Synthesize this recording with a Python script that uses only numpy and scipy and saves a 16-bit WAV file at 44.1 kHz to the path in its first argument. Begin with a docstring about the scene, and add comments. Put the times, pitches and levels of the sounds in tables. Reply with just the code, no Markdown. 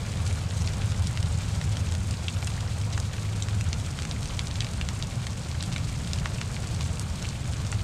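"""A ground fire creeps through a pine wood, heard from one fixed outdoor microphone.
From the start, steam splits twigs in sharp pops over crackling needles, all scattered by the trunks,
on a bed of hiss, rushing air and the rumble of wind and flames. Early on, sap steam whistles faintly
and a far engine drones. Near 4 s the drone sinks away and the biggest pops land just after;
towards the end a few more tufts flare and the wind brings the drone back."""
import sys
import numpy as np
from scipy import signal
from scipy.fft import rfft, irfft, next_fast_len
from scipy.io import wavfile
from scipy.ndimage import uniform_filter1d

SR = 44100
rng = np.random.default_rng(int(sys.argv[2]) if len(sys.argv) > 2 else 0)


def file_out(sig):
    """Save sig as 16-bit WAV at sys.argv[1]."""
    # one column per channel
    cols = np.atleast_2d(sig).T
    # limit, then scale
    lim = np.clip(cols, -1, 1)
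    pcm = np.round(lim * 32767).astype(np.int16)
    wavfile.write(sys.argv[1], SR, pcm)


N = 345303
TIME = np.arange(N) / SR

# foreground pops: t/s, level/dB (over 1 ms, before EQ), ring f/Hz, width/octaves, splinters vs crack/dB
TWIG_POPS = [(.138, -35, 2800, 0.82, -1), (0.2763, -30.5, 7540, 0.55, -5), (0.3107, -31, 2300, 0.46, -3),
             (.5091, -31, 3000, 0.41, -2), (.6211, -30, 5300, 0.65, -4), (0.6749, -25, 3700, 0.31, 0),
             (0.819, -30.5, 2800, 0.34, -4), (.92, -29, 2400, 0.76, 4), (1.0718, -25.5, 5640, 0.57, -6),
             (1.1744, -24.5, 2470, 0.63, -9), (1.2285, -26.5, 3900, .71, -3), (1.6138, -27, 2300, 0.62, 4),
             (1.7697, -27, 3140, .62, 0), (1.9226, -28.5, 4500, 0.74, -3), (1.951, -27, 4000, 0.94, 1),
             (2.1105, -27, 5600, 0.77, -2), (2.1398, -32, 2720, 0.34, -3), (2.2827, -20, 2900, 0.24, -3),
             (2.4268, -26.5, 1300, 0.74, -1), (2.446, -28, 7100, .25, -7), (2.4717, -23.5, 4300, 1, 1),
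             (2.4762, -28, 2600, 0.55, 2), (2.6075, -29.5, 4700, 1, -5), (2.8154, -31.5, 5300, 0.54, -4),
             (2.9775, -24, 1100, 0.54, -5), (2.9788, -29, 7560, 0.27, 0), (3.001, -25, 6670, 0.48, -6),
             (3.4226, -26.5, 3480, 0.1, 4), (3.424, -24.5, 6940, 0.14, 4), (3.486, -26.5, 1350, 1, -10),
             (3.6103, -25.5, 2700, 1, 5), (3.7298, -21.5, 3200, 0.56, 5), (3.9894, -25, 1450, 1, -1),
             (4.0219, -27.5, 4800, 0.54, -6), (4.0324, -31.5, 2300, 0.94, -1),
             (4.0517, -26.5, 2290, .81, 3), (4.1124, -24.5, 4040, .32, -13),
             (4.2302, -30.5, 4400, 0.58, -1), (4.257, -29, 4000, 0.63, 1), (4.393, -19.5, 2900, 0.6, -3),
             (4.4, -37, 4000, 0.86, -3), (4.4717, -28, 4430, 0.42, -15), (4.5123, -29, 3900, 0.4, -6),
             (4.557, -28, 3700, 0.51, -2), (4.606, -19, 3600, 0.45, 0), (4.617, -34, 2800, .4, -2),
             (4.6223, -29, 2750, .25, -1), (4.6458, -26.5, 2600, 0.79, 4), (4.6678, -30, 2780, 0.41, 0),
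             (4.7365, -35, 3900, .5, -3), (4.813, -22, 2480, 0.52, -2), (4.8884, -23.5, 3000, 0.7, -7),
             (5.0254, -23, 4140, 0.37, -7), (5.2682, -24, 2880, 1, 5), (5.515, -30.5, 3800, .55, -1),
             (5.6074, -27, 3860, 0.2, 0), (5.6263, -23, 4500, 0.92, 3), (5.6371, -28, 4000, 0.54, 1),
             (5.7262, -30, 4000, .6, -7), (5.762, -22, 1940, 0.55, 5), (5.781, -27.5, 2600, 1, 5),
             (6.0742, -30.5, 3200, 0.54, -1), (6.1336, -21, 4300, 0.47, -3), (6.1871, -30, 3900, 0.47, -3),
             (6.2583, -19.5, 1640, 0.58, -8), (6.3844, -33, 2700, 0.17, -2), (6.4144, -24, 2250, 0.58, -7),
             (6.566, -29, 2170, 0.34, -7), (6.749, -32, 4000, .6, 1), (6.809, -25.5, 2390, .7, 1),
             (6.8175, -33, 4100, .7, -2), (6.972, -33, 3600, .5, 0), (6.996, -22, 8050, 0.55, -4),
             (7.2257, -28, 6000, .7, 3), (7.247, -32, 2800, 0.35, -3), (7.253, -31, 2880, 0.24, -2),
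             (7.289, -28, 5100, 0.45, 3), (7.5356, -32, 3400, 0.63, -10), (7.667, -32, 5200, 0.54, -3),
             (7.718, -26, 7400, 0.27, -12), (7.7268, -24, 1500, 0.61, 1)]
# tufts of needles catching: t/s, level/dB (before EQ)
TUFT_FLARES = [(.258, -38.5), (1.255, -42), (1.48, -43), (1.715, -40.5), (2.926, -37.5), (5.717, -41.5),
               (5.87, -43), (6.803, -45), (7.241, -46)]
# vigour of the flames, a fader that crackle, rush and hiss partly follow: t/s, level/dB
FLAME_VIGOUR = [(0, 0.5), (1.3, 0.7), (2.3, -1.5), (3.2, -1.8), (4.6, -0.3), (5.2, -1.7), (5.9, -1.5),
                (6.6, 0.5), (7.83, -2)]
# sap steam jets: start t/s, length/s, starting f/Hz, rise/(Hz per s), starting level/dB
STEAM_JETS = [(.18, 0.28, 9560, 3000, -55), (.8, .18, 10150, 600, -60), (2.33, .2, 11550, 1600, -58),
              (3.1, .25, 12250, 1100, -60)]
# EQ of the needle crackle: f/Hz, level/dB
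CRACKLE_EQ = [(300, -14), (900, 13), (2400, 4), (4500, 0.5), (8300, 2.5), (12000, 6.5)]
# EQ of the far burn's hiss: f/Hz, level/dB
HISS_EQ = [(800, -28), (1900, -2), (2400, 6), (2750, -2), (3200, 3.5), (4300, 5), (5800, 1), (6700, 4),
           (8500, 1.5), (10000, -2.5), (14000, -3)]
# EQ of the rushing air: f/Hz, level/dB
RUSH_EQ = [(150, -23), (300, -3.5), (480, -0.5), (750, -2.5), (1000, -5.5), (1450, -6.5), (1900, -13),
           (3000, -13), (6000, -35)]
# EQ of the wind and flame rumble: f/Hz, level/dB
RUMBLE_EQ = [(15, -16), (25, -13), (45, -4.5), (65, -1.1), (80, 3), (100, 1), (125, 0.1), (160, -4),
             (200, -9.5), (250, -17), (330, -24.5), (500, -54)]
# gusts riding the rumble: t/s, level/dB
RUMBLE_GUSTS = [(0, -2.3), (1.3, 0.6), (2.4, -2.3), (3.7, -1.4), (4.4, 0), (5.3, -2.2), (5.85, 0.7),
                (6.4, -1.1), (7.83, -0.5)]
# turning rate of the far engine: t/s, f/Hz
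ENGINE_RATE = [(0, 20.5), (1.1, 20.46), (1.8, 20.68), (2.5, 20.6), (3.2, 20.66), (4, 20.5), (7.83, 20.28)]
# the drone as the wind carries it: t/s, 4th harmonic level/dB, 5th harmonic level/dB
DRONE_LEVELS = [(0, -39, -40), (.3, -31, -31.5), (.6, -33.5, -29.5), (.9, -35, -31.5), (1.27, -29.5, -36),
                (1.55, -36, -34.5), (1.85, -30.5, -32.5), (2.15, -32, -38), (2.4, -37.5, -36.5),
                (2.75, -44, -32), (3.1, -39, -35), (3.35, -38.5, -30.5), (3.75, -39.5, -32.5),
                (4.2, -59, -42), (6.4, -52, -47), (6.85, -33, -41), (7.35, -49, -51), (7.65, -46, -34.5)]
# treble lost in the air between fire and microphone: f/Hz, level/dB
AIR_EQ = [(8500, -1), (11000, -5.5), (14000, -6)]
# the microphone's dull top end: f/Hz, level/dB
MICROPHONE_EQ = [(8400, 0.5), (9800, -3.5), (11000, -8), (14000, -13), (15000, -32)]


def twig_pops(bass_spread=1.1, mode_ratios=(0.91, 1.09), ring_s=.0011):
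    """Pockets of steam split the nearest twigs: some break clean, some splinter and ring."""
    start, db, hz, width, splinter_db = np.transpose(TWIG_POPS)
    width = np.maximum(width, .12)
    cracks = snaps(hz, bass_spread * width, width, splinter_db, splinter_s=.001, skirt_db=-24)
    age = np.arange(cracks.shape[1]) / SR
    bending_modes = sum(np.cos(2 * np.pi * ratio * hz[:, None] * age) for ratio in mode_ratios)
    rings = unit_rows(bending_modes * np.sqrt(age) * np.exp(-age / ring_s))
    ring_db = -9 - 20 * width  # the broader the crack, the less the twig rings
    hits = unit_rows(cracks + undb(ring_db)[:, None] * rings)
    track = place(start, hits * np.sqrt(SR / 1000) * undb(db)[:, None])
    return eq(track, [(200, -27), (660, 0.5)])  # thin wood radiates no bass


def snaps(ring_hz, octaves_below, octaves_above, splinter_db, splinter_s, skirt_db, size=512):
    """Wood breaks: a sharp crack around a ring pitch, then a splinter tail. 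One unit-energy row a snap."""
    f = np.maximum(np.fft.rfftfreq(size, 1 / SR), 20)
    octaves = np.log2(f / ring_hz[:, None])
    off_pitch = np.maximum(-octaves / octaves_below[:, None], octaves / octaves_above[:, None])
    # the twig's own band stands on the faint, broad skirt of the break itself
    band = np.exp(-(off_pitch / 2) ** 1.5)
    skirt = undb(skirt_db) * f / (f + 1000) / (1 + (f / 9000) ** 4)
    # minimum phase for a hard attack: the whole band starts at once
    cepstrum = irfft(np.log(band + skirt))
    cepstrum[:, 1:size // 2] *= 2
    cepstrum[:, size // 2 + 1:] = 0
    spectrum = np.exp(rfft(cepstrum))
    age = np.arange(size) / SR
    shreds = rng.standard_normal((len(ring_hz), size)) * np.sqrt(age) * np.exp(-age / splinter_s)
    crack = unit_rows(irfft(spectrum))
    splinters = unit_rows(irfft(spectrum * rfft(shreds)))
    return unit_rows(crack + undb(splinter_db)[:, None] * splinters)


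def tuft_flares(centre_hz=3530, width_octaves=0.72, run_s=.021, ticks_each=7):
    """A tuft catches: a quick run of soft, splintery ticks."""
    breadth, pitch, lag = rng.random((len(TUFT_FLARES) * ticks_each, 3)).T
    start, db = np.repeat(TUFT_FLARES, ticks_each, axis=0).T
    hz = centre_hz * 2 ** (pitch - .5)
    width = width_octaves * (.5 + breadth)
    ticks = snaps(hz, width, width, splinter_db=np.full(len(hz), 4.), splinter_s=0.0022, skirt_db=-36)
    gain = undb(db) * np.sqrt(run_s * SR / ticks_each)
    return place(start + run_s * lag, ticks * gain[:, None])


def needle_crackle(scatter_db=7.5, ceiling_db=18, centre_hz=2610, range_octaves=1.76, count=5200):
    """Needles burst all over the fire in flurries: many tiny ticks, few big ones, each at its own pitch."""
    when, rank, pitch, breadth, shred = rng.random((count, 5)).T
    octaves = range_octaves * (2 * np.sqrt(pitch) - 1)  # high ticks are the commonest
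    flurry_db = .7 * np.tanh(drift(30))[(when * N).astype(int)]
    gain = undb(flurry_db - scatter_db * np.log(1 - rank))
    ceiling = undb(ceiling_db + 8 * np.minimum(octaves, .5))  # low ticks come from afar and stay softer
    gain = ceiling * np.tanh(gain / ceiling)  # a needle holds only so much steam
    width = 0.35 * (.5 + breadth)
    splinter_db = 4.5 + 10 * (shred - .5)
    ticks = snaps(centre_hz * 2 ** octaves, width, width, splinter_db, splinter_s=0.0014, skirt_db=-20)
    return unit_rms(eq(place(when * N / SR, ticks * gain[:, None]), CRACKLE_EQ))


def trunk_echoes(x, wet_db, t60_s, count=90):
    """Trunks and ground add a thin spray of echoes to the direct sound."""
    delay_s = .004 + .16 * rng.random(count) ** 2
    taps = rng.standard_normal(count) * np.exp(-np.log(1000) * delay_s / t60_s)
    response = np.bincount((delay_s * SR).astype(int), taps)
    return x + undb(wet_db) * signal.fftconvolve(x, response / np.linalg.norm(response))[:N]


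def steam_whistles(wobble_depth_hz=169, edge_s=.04, fade_db_per_s=12):
    """Sap steam squeezes out of split stems in thin, unsteady jets; each climbs in pitch as it fades."""
    wobble_hz = wobble_depth_hz * drift(900)
    flutter_db = 3 * drift(90)
    track = np.zeros(N)
    for start, length, hz, rise, db in STEAM_JETS:
        age = np.clip(TIME - start, 0, length)
        gate = np.clip(np.minimum(age, length - age) / edge_s, 0, 1)
        phase = 2 * np.pi * np.cumsum(hz + rise * age + wobble_hz) / SR
        track += gate * undb(db - fade_db_per_s * age + flutter_db) * np.sqrt(2) * np.sin(phase)
    return track


def turbulence(curve, db, flutter_db, flutter_hz):
    """Churning air: a noise bed shaped by an EQ curve, its level fluttering."""
    bed = unit_rms(eq(rng.standard_normal(N), curve))
    return bed * undb(db + flutter_db * drift(flutter_hz))


def far_engine(harmonics=(4, 5), rate_wander=0.00048, waver_db=0.6):
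    """Only two low harmonics of the turning rate carry this far; each swells and sinks in the wind."""
    rate_hz = automation(ENGINE_RATE) * (1 + rate_wander * drift(1.82))
    turn = 2 * np.pi * np.cumsum(rate_hz) / SR
    times, *levels = np.transpose(DRONE_LEVELS)
    drone = np.zeros(N)
    for harmonic, db in zip(harmonics, levels):
        swell = undb(np.interp(TIME, times, db) + waver_db * drift(3.04))
        drone += np.sqrt(2) * swell * np.sin(harmonic * turn + 2 * np.pi * rng.random())
    return drone


def undb(db):
    """Decibels to gain."""
    return 10 ** (np.asarray(db) / 20)


def unit_rms(x):
    """Normalise to rms 1."""
    return x / np.sqrt(np.mean(x ** 2))


def unit_rows(x):
    """Normalise each row to energy 1."""
    return x / np.linalg.norm(x, axis=1, keepdims=True)


def eq(x, curve):
    """Filter through a curve of f/Hz, level/dB points."""
    hz, db = np.transpose(curve)
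    size = next_fast_len(N)
    f = np.maximum(np.fft.rfftfreq(size, 1 / SR), 1)
    gain = undb(np.interp(np.log(f), np.log(hz), db))
    return irfft(rfft(x, size) * gain, size)[:N]


def automation(points):
    """Straight ramps between t/s, value points."""
    return np.interp(TIME, *np.transpose(points))


def drift(rate_hz):
    """Random modulator: sample-and-hold, slewed twice, at rms 1."""
    hold = max(int(SR / rate_hz), 2)
    steps = np.repeat(rng.standard_normal(N // hold + 1), hold)
    return unit_rms(uniform_filter1d(uniform_filter1d(steps, hold), hold)[:N])


def place(times, hits):
    """Lay each row on the timeline at its time in seconds."""
    index = (times * SR).astype(int)[:, None] + np.arange(hits.shape[1])
    return np.bincount(index.ravel(), hits.ravel(), N)[:N]


def scene():
    """Mono mix: pops and crackle among the trunks up front; whistles, air beds and engine behind."""
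    vigour_db = automation(FLAME_VIGOUR)
    rumble = turbulence(RUMBLE_EQ, -30 + automation(RUMBLE_GUSTS), flutter_db=0.5, flutter_hz=6.4)
    rush = turbulence(RUSH_EQ, -45 + 0.76 * vigour_db, flutter_db=0.98, flutter_hz=60)
    hiss = turbulence(HISS_EQ, -46 + 0.28 * vigour_db, flutter_db=1.63, flutter_hz=100)
    crackle = undb(-45.5 + 0.28 * vigour_db) * needle_crackle()
    bursts = eq(twig_pops() + tuft_flares() + crackle, AIR_EQ)
    foreground = trunk_echoes(bursts, wet_db=-10, t60_s=0.21)
    mono = foreground + steam_whistles() + hiss + rush + rumble + far_engine()
    return np.array([mono, mono])


def record(dry):
    """The camera's microphone dulls the treble, and a steep low-pass cuts the top."""
    dull = np.array([eq(channel, MICROPHONE_EQ) for channel in dry])
    high_cut = signal.ellip(8, .2, 70, 14600, fs=SR, output="sos")
    return signal.sosfilt(high_cut, dull)


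dry = scene()
out = record(dry)
file_out(out)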